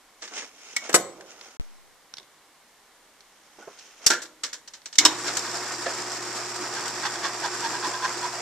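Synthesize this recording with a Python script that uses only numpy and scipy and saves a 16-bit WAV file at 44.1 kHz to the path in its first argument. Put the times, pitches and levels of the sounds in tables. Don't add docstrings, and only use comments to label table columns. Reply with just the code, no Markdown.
import sys
import numpy as np
from scipy import signal
from scipy.fft import rfft, irfft, next_fast_len
from scipy.io import wavfile

SR = 44100
rng = np.random.default_rng(int(sys.argv[2]) if len(sys.argv) > 2 else 0)


def file_out(sig):
    cols = np.atleast_2d(sig).T
    lim = np.clip(cols, -1, 1)
    pcm = np.round(lim * 32767).astype(np.int16)
    wavfile.write(sys.argv[1], SR, pcm)


N = 370881
T = np.arange(N) / SR
SIZE = next_fast_len(N + SR, real=True)
BINS = np.maximum(np.arange(SIZE // 2 + 1) * SR / SIZE, 1)
DROPOUT_S, POP_S, POP_END_S = 1.57, 1.598, 1.6115
FIRST_RUB_S, TURN_S = 5.272, 0.1985


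def from_db(db):
    return 10 ** (np.asarray(db) / 20)


def rms_one(x):
    centre = np.atleast_2d(x).mean(axis=0)
    return x / np.sqrt(np.mean(centre ** 2) + 1e-20)


def at_hz(points, hz, axis=1):
    rows = np.array(points)
    return np.interp(np.log(hz), np.log(rows[:, 0]), rows[:, axis])


def gains(rows):
    s, *columns = np.transpose(rows)
    return [from_db(np.interp(T, s, column)) for column in columns]


def drift(rate):
    points = rng.standard_normal(16384)
    return rms_one(np.interp(T * rate, np.arange(len(points)), points))


def band(low_hz, high_hz):
    return 1 / np.sqrt((1 + (low_hz / BINS) ** 10) * (1 + (BINS / high_hz) ** 10))


def colour(spectrum):
    return from_db(at_hz(spectrum, BINS))


def resonances(modes):
    power = 0
    for hz, width_hz, db in modes:
        shape = 1 / (1 + ((BINS - hz) / width_hz) ** 2) ** 2
        power = power + from_db(db) ** 2 * shape / shape.mean()
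    return np.sqrt(power)


def crowd_of_modes(uneven_db=2.5, spacing_hz=90):
    heights = rng.standard_normal(2048)
    return from_db(uneven_db * np.interp(BINS / spacing_hz, np.arange(len(heights)), heights))


def strikes(rows, rise_s):
    envelope, t = np.zeros(N + SR), T[:SR * 3 // 4]
    for s, db, t60 in rows:
        start = int(s * SR)
        decay = np.exp(-np.log(1000) * t / t60)
        envelope[start:start + len(t)] += from_db(db) * (1 - np.exp(-t / rise_s)) * decay
    return envelope[:N]


# (frequency [Hz], likeness [0-1], left minus right [dB])
MICROPHONE_PORTS = [(62, 0.6, -1), (300, 0.92, -2.5), (1000, 0.92, -2.5), (2160, 0.79, -1.5),
                    (3700, 0.34, -1.5), (5060, 0.35, -6), (6400, 0.2, -3.5), (7000, 0, 16),
                    (9200, 0.3, 7.5), (13700, 0, 6.5)]


def noise(shape):
    mid, side = rfft(rng.standard_normal((2, SIZE)))
    alike = np.clip(at_hz(MICROPHONE_PORTS, BINS), -.5, .999)
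    side = side * np.sqrt((1 - alike) / (1 + alike))
    return irfft(shape * np.array([mid + side, mid - side]), SIZE)[:, :N]


# (frequency [Hz], density [dB per Hz])
AIR_SPECTRUM = [(15, -28), (25, -2), (49, -12.5), (108, -13.5), (296, -4), (711, -3), (812, -0.5),
                (880, -3.5), (978, -1), (1310, -4.5), (2230, -4.5), (2410, -9.5), (3320, -9.5), (8420, -13),
                (14300, -21.5)]


def still_air(level_db=-58):
    return from_db(level_db) * rms_one(noise(colour(AIR_SPECTRUM)))


# (time of peak [s], level before trim [dB], weight of low band [dB], rise [s], fall [s])
SLIDING_STROKES = [(0.245, -43.5, -11, 0.044, .06), (0.322, -45.5, 5, .02, .16),
                   (0.383, -34, -3, 0.086, 0.075), (0.435, -44.5, -2, 0.025, 0.1),
                   (0.69, -48, -5, 0.33, 0.72), (0.855, -41, 0.5, .1, 0.11), (1.3, -51, -1, 0.097, 0.22),
                   (1.45, -51, 1, 0.26, 0.29), (3.6, -56.5, 8, .03, 0.3), (3.86, -54, -3.5, 0.74, 0.63),
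                   (4.0, -61, 10, .03, .2), (4.051, -46, 1, 0.078, 0.06)]
# (frequency [Hz], density [dB per Hz])
SLIDE_SPECTRUM = [(120, -52), (200, -10), (393, -6), (591, 0), (1180, -3.5), (1440, 0.5), (1630, -6.5),
                  (4330, -17), (5650, -9), (14000, -40)]
STROKE_RANGE_DB = 20


def sliding(low_db=-3.0, high_db=0.5, grain_db=2.0, grain_rate=260):
    surface = colour(SLIDE_SPECTRUM) * crowd_of_modes()
    low = from_db(low_db + grain_db * drift(grain_rate)) * rms_one(noise(surface * band(190, 1700)))
    high = from_db(high_db + grain_db * drift(grain_rate)) * rms_one(noise(surface * band(2000, 9100)))
    low_gain, high_gain = 0, 0
    for s, db, weight_db, rise_s, fall_s in SLIDING_STROKES:
        away = np.minimum(np.maximum((s - T) / rise_s, (T - s) / fall_s), 10)
        stroke = from_db(db - STROKE_RANGE_DB * away)
        low_gain = np.maximum(low_gain, stroke * from_db(weight_db))
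        high_gain = np.maximum(high_gain, stroke)
    return low_gain * low + high_gain * high


CLUNK_S, CLUNK_DB, CLUNK_WEIGHT_DB, CLUNK_EDGE_DB, CLUNK_T60_S = 0.941, -14, 14, 1.5, 0.046
BOUNCE_S, BOUNCE_LOSS_DB, BOUNCE_LIGHTER_DB, BOUNCE_SHARPER_DB = 0.007, 2, 11.5, 2


def bounces(count=3):
    return [(CLUNK_S + k * BOUNCE_S,
             CLUNK_DB - k * BOUNCE_LOSS_DB,
             CLUNK_WEIGHT_DB - k * BOUNCE_LIGHTER_DB,
             CLUNK_EDGE_DB + k * BOUNCE_SHARPER_DB,
             CLUNK_T60_S) for k in range(count)]


# (time [s], level before trim [dB], weight [dB], edge [dB], base T60 [s])
METAL_KNOCKS = [(0.22, -35.5, 7.5, -25, 0.13), (0.275, -35.5, 2, -25, 0.046), (0.42, -40, 13, -24, 0.072),
                (0.763, -19.5, -1.5, -3, 0.051), (0.892, -39, 20, 6, 0.097), (0.927, -31, -2, 0, 0.07),
                (1.2077, -40, 13, -8, 0.023), (3.624, -55, 12, 2, 0.068), (3.788, -43.5, -1, -20, .09),
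                (4.063, -12, -2, 3.5, 0.073), (4.101, -18.5, 6.5, -6, .16), (4.218, -35.5, -1, -1, 0.14),
                (4.434, -25, 1.5, -8.5, 0.14), (4.529, -31, -1.5, -7, 0.11), (4.675, -36.5, -4, -12, 0.067),
                (4.735, -38.5, -1.5, -18, 0.12), (4.857, -29.5, -1.5, -12, 0.07),
                (4.927, -33, -4, -25, 0.075), (4.954, -34, -8, -5, 0.058), (4.983, -7, -13.5, -9, 0.075),
                (5.05, -8.5, 1, -4, 0.078), (5.278, -28, 9, -22, 0.16), (5.369, -19, -7, -3.5, 0.061),
                (5.859, -34, 16, -18, .1), (5.885, -41, 11, -18, 0.089), (6.879, -27, -4, 2, 0.041)]
KNOCK_BORDERS = [200, 700, 2500, 9000, 15000]
# (frequency [Hz], density [dB per Hz])
CONTACT_SPECTRUM = [(120, -32.5), (320, -13), (560, -15.5), (980, -8.5), (1400, -2.5), (2200, -7.5),
                    (2700, -5.5), (4200, -5.5), (5300, 0.5), (6500, -4), (7700, -5.5), (9800, -26),
                    (14300, -33.5)]
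THUD_DB, BODY_DB = -22.5, -9
THUD_PER_WEIGHT, BODY_PER_WEIGHT = 1.455, 0.87


def knocks(level_db=-0.5, rise_s=0.0017, thud_length=1.82, body_length=1.27, edge_length=0.78,
           chatter_db=2.0, chatter_rate=450):
    s, db, weight_db, edge_db, t60 = np.transpose(METAL_KNOCKS + bounces())
    parts = [(THUD_DB + THUD_PER_WEIGHT * weight_db, thud_length),
             (BODY_DB + BODY_PER_WEIGHT * weight_db, body_length),
             (0, 1),
             (edge_db, edge_length)]
    metal = colour(CONTACT_SPECTRUM) * crowd_of_modes()
    out = 0
    for k, (rel_db, length) in enumerate(parts):
        envelope = strikes(zip(s, db + rel_db, t60 * length), rise_s)
        out = out + envelope * rms_one(noise(metal * band(*KNOCK_BORDERS[k:k + 2])))
    return from_db(level_db + chatter_db * drift(chatter_rate)) * out


def radiated(x, lowest_hz=130):
    return signal.sosfilt(signal.butter(2, lowest_hz, "high", fs=SR, output="sos"), x + 1e-18)


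def from_the_right(x, lag_s=.00008):
    lag = round(lag_s * SR) / SR * (T < DROPOUT_S)
    return np.array([np.interp(T - lag, T, x[0]), x[1]])


# (frequency [Hz], T60 [s])
ROOM_DECAY = [(200, 0.83), (500, 0.52), (1500, 0.37), (5000, 0.29), (12000, 0.2)]


def room(x, low_db=-3.0, high_db=-8.0, build_s=0.0049):
    t, edges = T[:SR * 3 // 4], np.geomspace(100, 16000, 9)
    white, response = noise(0.83)[:, :len(t)], 0
    for low, high in zip(edges, edges[1:]):
        hz = np.sqrt(low * high)
        fall = (1 - np.exp(-t / build_s)) * np.exp(-np.log(1000) * t / at_hz(ROOM_DECAY, hz))
        echoes = signal.sosfilt(signal.butter(2, [low, high], "band", fs=SR, output="sos"), white)
        gain = from_db(at_hz([(500, low_db), (6000, high_db)], hz))
        response = response + echoes * fall / np.linalg.norm(fall) * gain
    return signal.fftconvolve(x, response, axes=1)[:, :N]


# (time [s], modes as (frequency [Hz], level before trim [dB], T60 [s]))
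RINGING_BLOWS = [ (0.765, [(1956, -25.5, .055), (2230, -23, 0.058), (7200, -38, 0.049)]),
                 (0.943, [(200.6, -35.5, 0.24), (351, -29, 0.33), (504, -24.5, 0.18), (700, -28, 0.24),
                 (1050, -21, 0.075), (1264, -26, 0.1), (5740, -32, 0.099), (6900, -26.5, 0.081),
                 (7840, -14.5, 0.12), (9070, -19.5, 0.14), (11500, -23, 0.056)]),
                 (3.626, [(855, -42, 0.054), (1447, -43, 0.041)]), (4.066, [(4710, -14, 0.042),
                 (5490, -4, 0.035), (7800, -23, 0.039), (9850, -18.5, 0.036)]), (4.103, [(354, -35, 0.28),
                 (877, -33, 0.12), (1405, -26.5, 0.29), (1558, -29.5, 0.25), (1717, -27.5, 0.24),
                 (5660, -20, 0.096)]), (4.985, [(300, -34.5, 0.29), (2130, -18.5, 0.084), (2215, -22, 0.12),
                 (5130, -16, .07), (5770, -15, 0.05)]), (5.053, [(312, -32, 0.32), (976, -17, 0.052),
                 (1130, -24, 0.1), (3100, -15.5, 0.06), (3790, -15.5, 0.053), (5324, -5.5, 0.032)]),
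                 (5.863, [(535, -33, 0.1), (678, -29.5, 0.13), (1735, -29, .1)])]


def clanks(level_db=2.5, rise_s=0.00037, rattle=0.63, rattle_rate=140, blur_hz=6000, port_phase=0.84):
    out, t = np.zeros((2, N)), T[:SR // 2]
    for s, modes in RINGING_BLOWS:
        start = int(s * SR)
        for hz, db, t60 in modes:
            blur = 1 + (hz / blur_hz) ** 2
            wobble = (drift(rattle_rate * blur) + 1j * drift(rattle_rate * blur))[:len(t)]
            shake = 1 / np.sqrt(blur) + rattle * wobble
            lag = port_phase * (1 - at_hz(MICROPHONE_PORTS, hz)) * np.array([[.5], [-.5]])
            tone = np.imag(shake * np.exp(1j * (2 * np.pi * hz * t + lag)))
            envelope = (1 - np.exp(-t / rise_s)) * np.exp(-np.log(1000) * t / t60)
            out[:, start:start + len(t)] += from_db(level_db + db) * envelope * tone
    return out


# (time [s], level [dB], T60 [s])
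FURNITURE_THUMPS = [(0.945, -35.5, 0.69), (1.18, -51, 0.72), (2.185, -54, 0.22), (3.584, -41.5, 0.063),
                    (3.673, -36.5, 0.11)]
# (frequency [Hz], width [Hz], level [dB])
FURNITURE_MODES = [(190, 23, -17.5), (393, 56, -4.5), (556, 77, -3.5), (764, 120, -4.5), (1070, 170, -8.5),
                   (1450, 200, -14)]


def shudder(rise_s=0.0023):
    return strikes(FURNITURE_THUMPS, rise_s) * noise(resonances(FURNITURE_MODES))


# (time [s], level [dB], T60 [s])
SMALL_TICKS = [(1.411, -34, 0.019), (2.1384, -28.5, 0.014), (2.1695, -36, .022), (2.1826, -33.5, 0.025),
               (2.198, -45, .02), (2.2295, -47, .015), (3.206, -44, 0.025), (4.255, -39, 0.034),
               (4.817, -48, .03)]
# (frequency [Hz], width [Hz], level [dB])
SMALL_PART_MODES = [(1920, 1100, -7), (3760, 470, -4), (4500, 460, -7), (5500, 700, -5), (7460, 2200, -15)]


def ticks(rise_s=0.0005):
    return strikes(SMALL_TICKS, rise_s) * noise(resonances(SMALL_PART_MODES))


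def pop(height_db=-20.0, sag_s=0.014):
    step = 1.0 * ((T >= POP_S) & (T < POP_END_S))
    after = np.maximum(T - POP_S, 0)
    undershoot = .15 * (T >= POP_END_S) * np.exp(-after / 0.1)
    shape = step * np.exp(-after / sag_s) - undershoot
    return from_db(height_db) * shape * np.array([[-1.1], [.9]])


# (time [s], peak level [dB])
BENCH_BUMPS = [(4.0655, -22), (4.0684, -30), (4.988, -36), (5.052, -43)]


def bumps(contact_s=0.0004):
    return sum(from_db(db) * np.exp(-((T - s) / contact_s) ** 2) for s, db in BENCH_BUMPS)


MAINS_HZ = 60
# (multiple of the mains [-], rms level [dB])
HUM_HARMONICS = [(2, -55.5), (6, -46.5), (8, -59)]
# (frequency [Hz], rms level [dB])
BEARING_WHINES = [(5714, -52.5), (5834, -55), (7143, -54.5), (7263, -56), (8571, -60), (8690, -57.5)]


def motor(flutter=0.05, wander_hz=1.8):
    hum, whine = 0, 0
    for k, db in HUM_HARMONICS:
        hum = hum + from_db(db) * np.sin(2 * np.pi * (round(k) * MAINS_HZ * T + rng.random()))
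    wander = wander_hz * np.cumsum(drift(6.7)) / SR
    for hz, db in BEARING_WHINES:
        whine = whine + from_db(db) * np.sin(2 * np.pi * (hz * T + wander)) * (1 + flutter * drift(23))
    return np.sqrt(2) * (hum + whine) * np.ones((2, 1))


# (time [s], whir level [dB], bearing hiss level [dB])
RUNNING_LEVELS = [(5.0, -32.5, -51), (5.2, -37, -37), (5.6, -37, -38.5), (6.4, -37.5, -39),
                  (7.1, -37, -39.5), (8.41, -37, -39.5)]
# (frequency [Hz], density [dB per Hz])
WHIR_SPECTRUM = [(41, -72), (70, -79), (109, -19.5), (146, -16), (210, -12), (316, -8), (354, -2),
                 (410, -6), (533, -8), (704, -7), (843, -3), (1250, -3.5), (3500, -13), (4550, -50),
                 (7700, -120)]
# (frequency [Hz], density [dB per Hz])
HISS_SPECTRUM = [(1180, -35), (2000, -35), (2340, -0.5), (2710, -10.5), (3620, -7), (4410, -5),
                 (4560, -3.5), (5330, -0.5), (6710, -5.5), (7410, 0.5), (8880, -14.5), (9250, -15.5),
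                 (11000, -23), (12800, -22), (14300, -32)]
# (frequency [Hz], width [Hz], level before trim [dB])
HOUSING_MODES = [(335, 42, -48.5), (705, 44, -46), (956, 11, -54), (1050, 18, -70), (1250, 82, -48.5),
                 (1390, 20, -62), (1495, 17, -49), (1710, 24, -58), (1846, 33, -48)]
# (frequency [Hz], width [Hz], level [dB])
BEARING_MODES = [(4730, 110, -50), (5200, 100, -50), (5500, 57, -50.5), (6530, 42, -56)]


def drive(housing_db=-4.0, turn_hz=11.0, throb_db=0.42, rattle_db=1.0, grit_db=2.0, sway_db=1.13,
          flutter_db=3.5):
    whir_gain, hiss_gain = gains(RUNNING_LEVELS)
    throb = throb_db * np.cos(2 * np.pi * turn_hz * (T - FIRST_RUB_S))
    turn_db = throb + sway_db * drift(30)
    belt = rms_one(noise(colour(WHIR_SPECTRUM) * band(90, 2730)))
    whir = from_db(rattle_db * drift(200)) * whir_gain * belt
    bearings = rms_one(noise(colour(HISS_SPECTRUM) * band(2820, 16000)))
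    hiss = from_db(grit_db * drift(400)) * hiss_gain * bearings
    panels = sum(from_db(housing_db + flutter_db * drift(16)) * noise(resonances([mode]))
                 for mode in HOUSING_MODES)
    return from_db(turn_db) * (whir + hiss + panels + noise(resonances(BEARING_MODES)))


def press(switch_on_s=4.99, run_up_s=0.043):
    running = np.clip((T - switch_on_s) / run_up_s, 0, 1)
    return running * (motor() + drive())


def swell(from_peak_s, rise_s=0.013, fall_s=0.011):
    away = np.maximum(-from_peak_s / rise_s, from_peak_s / fall_s)
    return np.exp(-away ** np.sqrt(2) / 2)


# (time [s], level [dB])
RUB_LEVELS = [(5.27, -33.5), (5.67, -33), (6.0, -44), (6.86, -34.5), (7.05, -22), (7.27, -22.5),
              (7.46, -25), (8.06, -23.5), (8.25, -29), (8.36, -34)]
# (frequency [Hz], width [Hz], level [dB])
QUILL_MODES = [(867, 58, -13), (1190, 470, -11), (1610, 65, -9), (1870, 76, -14), (2550, 820, -16.5),
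               (3434, 160, -16.5), (4390, 230, -18.5), (5250, 1300, -12.5)]
# (time [s], peak level against the rub [dB], mean frequency [Hz])
SQUEAL_COURSE = [(7.06, -13, 1090), (7.26, -6.5, 1104), (7.449, -2, 948), (7.561, 0.5, 1010),
                 (7.66, 0, 915), (7.8, -0.5, 1013), (8.41, 7, 982)]
SECOND_RUB_DB = -9.5
TOUCH_S, TOUCH_DB = 6.769, -27.5
SQUEAL_WIDTH_HZ = 38


def rasps(chatter_db=2.5, chatter_rate=350, uneven_db=4.0):
    turns = np.arange(FIRST_RUB_S, T[-1], TURN_S)
    second = from_db(SECOND_RUB_DB + uneven_db * drift(1 / TURN_S))
    pulses = sum(swell(T - s) + second * swell(T - s - TURN_S / 2) for s in turns)
    rub = gains(RUB_LEVELS)[0] * pulses + from_db(TOUCH_DB) * swell(T - TOUCH_S)
    chatter = from_db(chatter_db * drift(chatter_rate)) * noise(resonances(QUILL_MODES))
    s, rel_db, hz = np.transpose(SQUEAL_COURSE)
    pitch = np.interp(T, s, hz) + SQUEAL_WIDTH_HZ * drift(250)
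    squeal = from_db(np.interp(T, s, rel_db)) * np.sin(2 * np.pi * np.cumsum(pitch) / SR)
    return rub * (chatter + squeal)


def scene():
    contacts = radiated(knocks() + clanks() + ticks() + rasps())
    handled = from_the_right(contacts + sliding() + shudder())
    return still_air() + handled + room(contacts) + bumps() + press()


def record(dry, cutoff_hz=14400):
    ports = from_db(at_hz(MICROPHONE_PORTS, BINS, axis=2) * np.array([[.5], [-.5]]))
    ports = ports / np.sqrt(np.mean(ports ** 2, axis=0))
    heard = irfft(rfft(dry, SIZE) * ports, SIZE)[:, :N]
    heard = heard * ((T < DROPOUT_S) | (T > POP_S)) + pop()
    top_cut = signal.ellip(10, .2, 70, cutoff_hz, fs=SR, output="sos")
    return signal.sosfilt(top_cut, np.clip(heard, -1, 1))


dry = scene()
out = record(dry)
file_out(out)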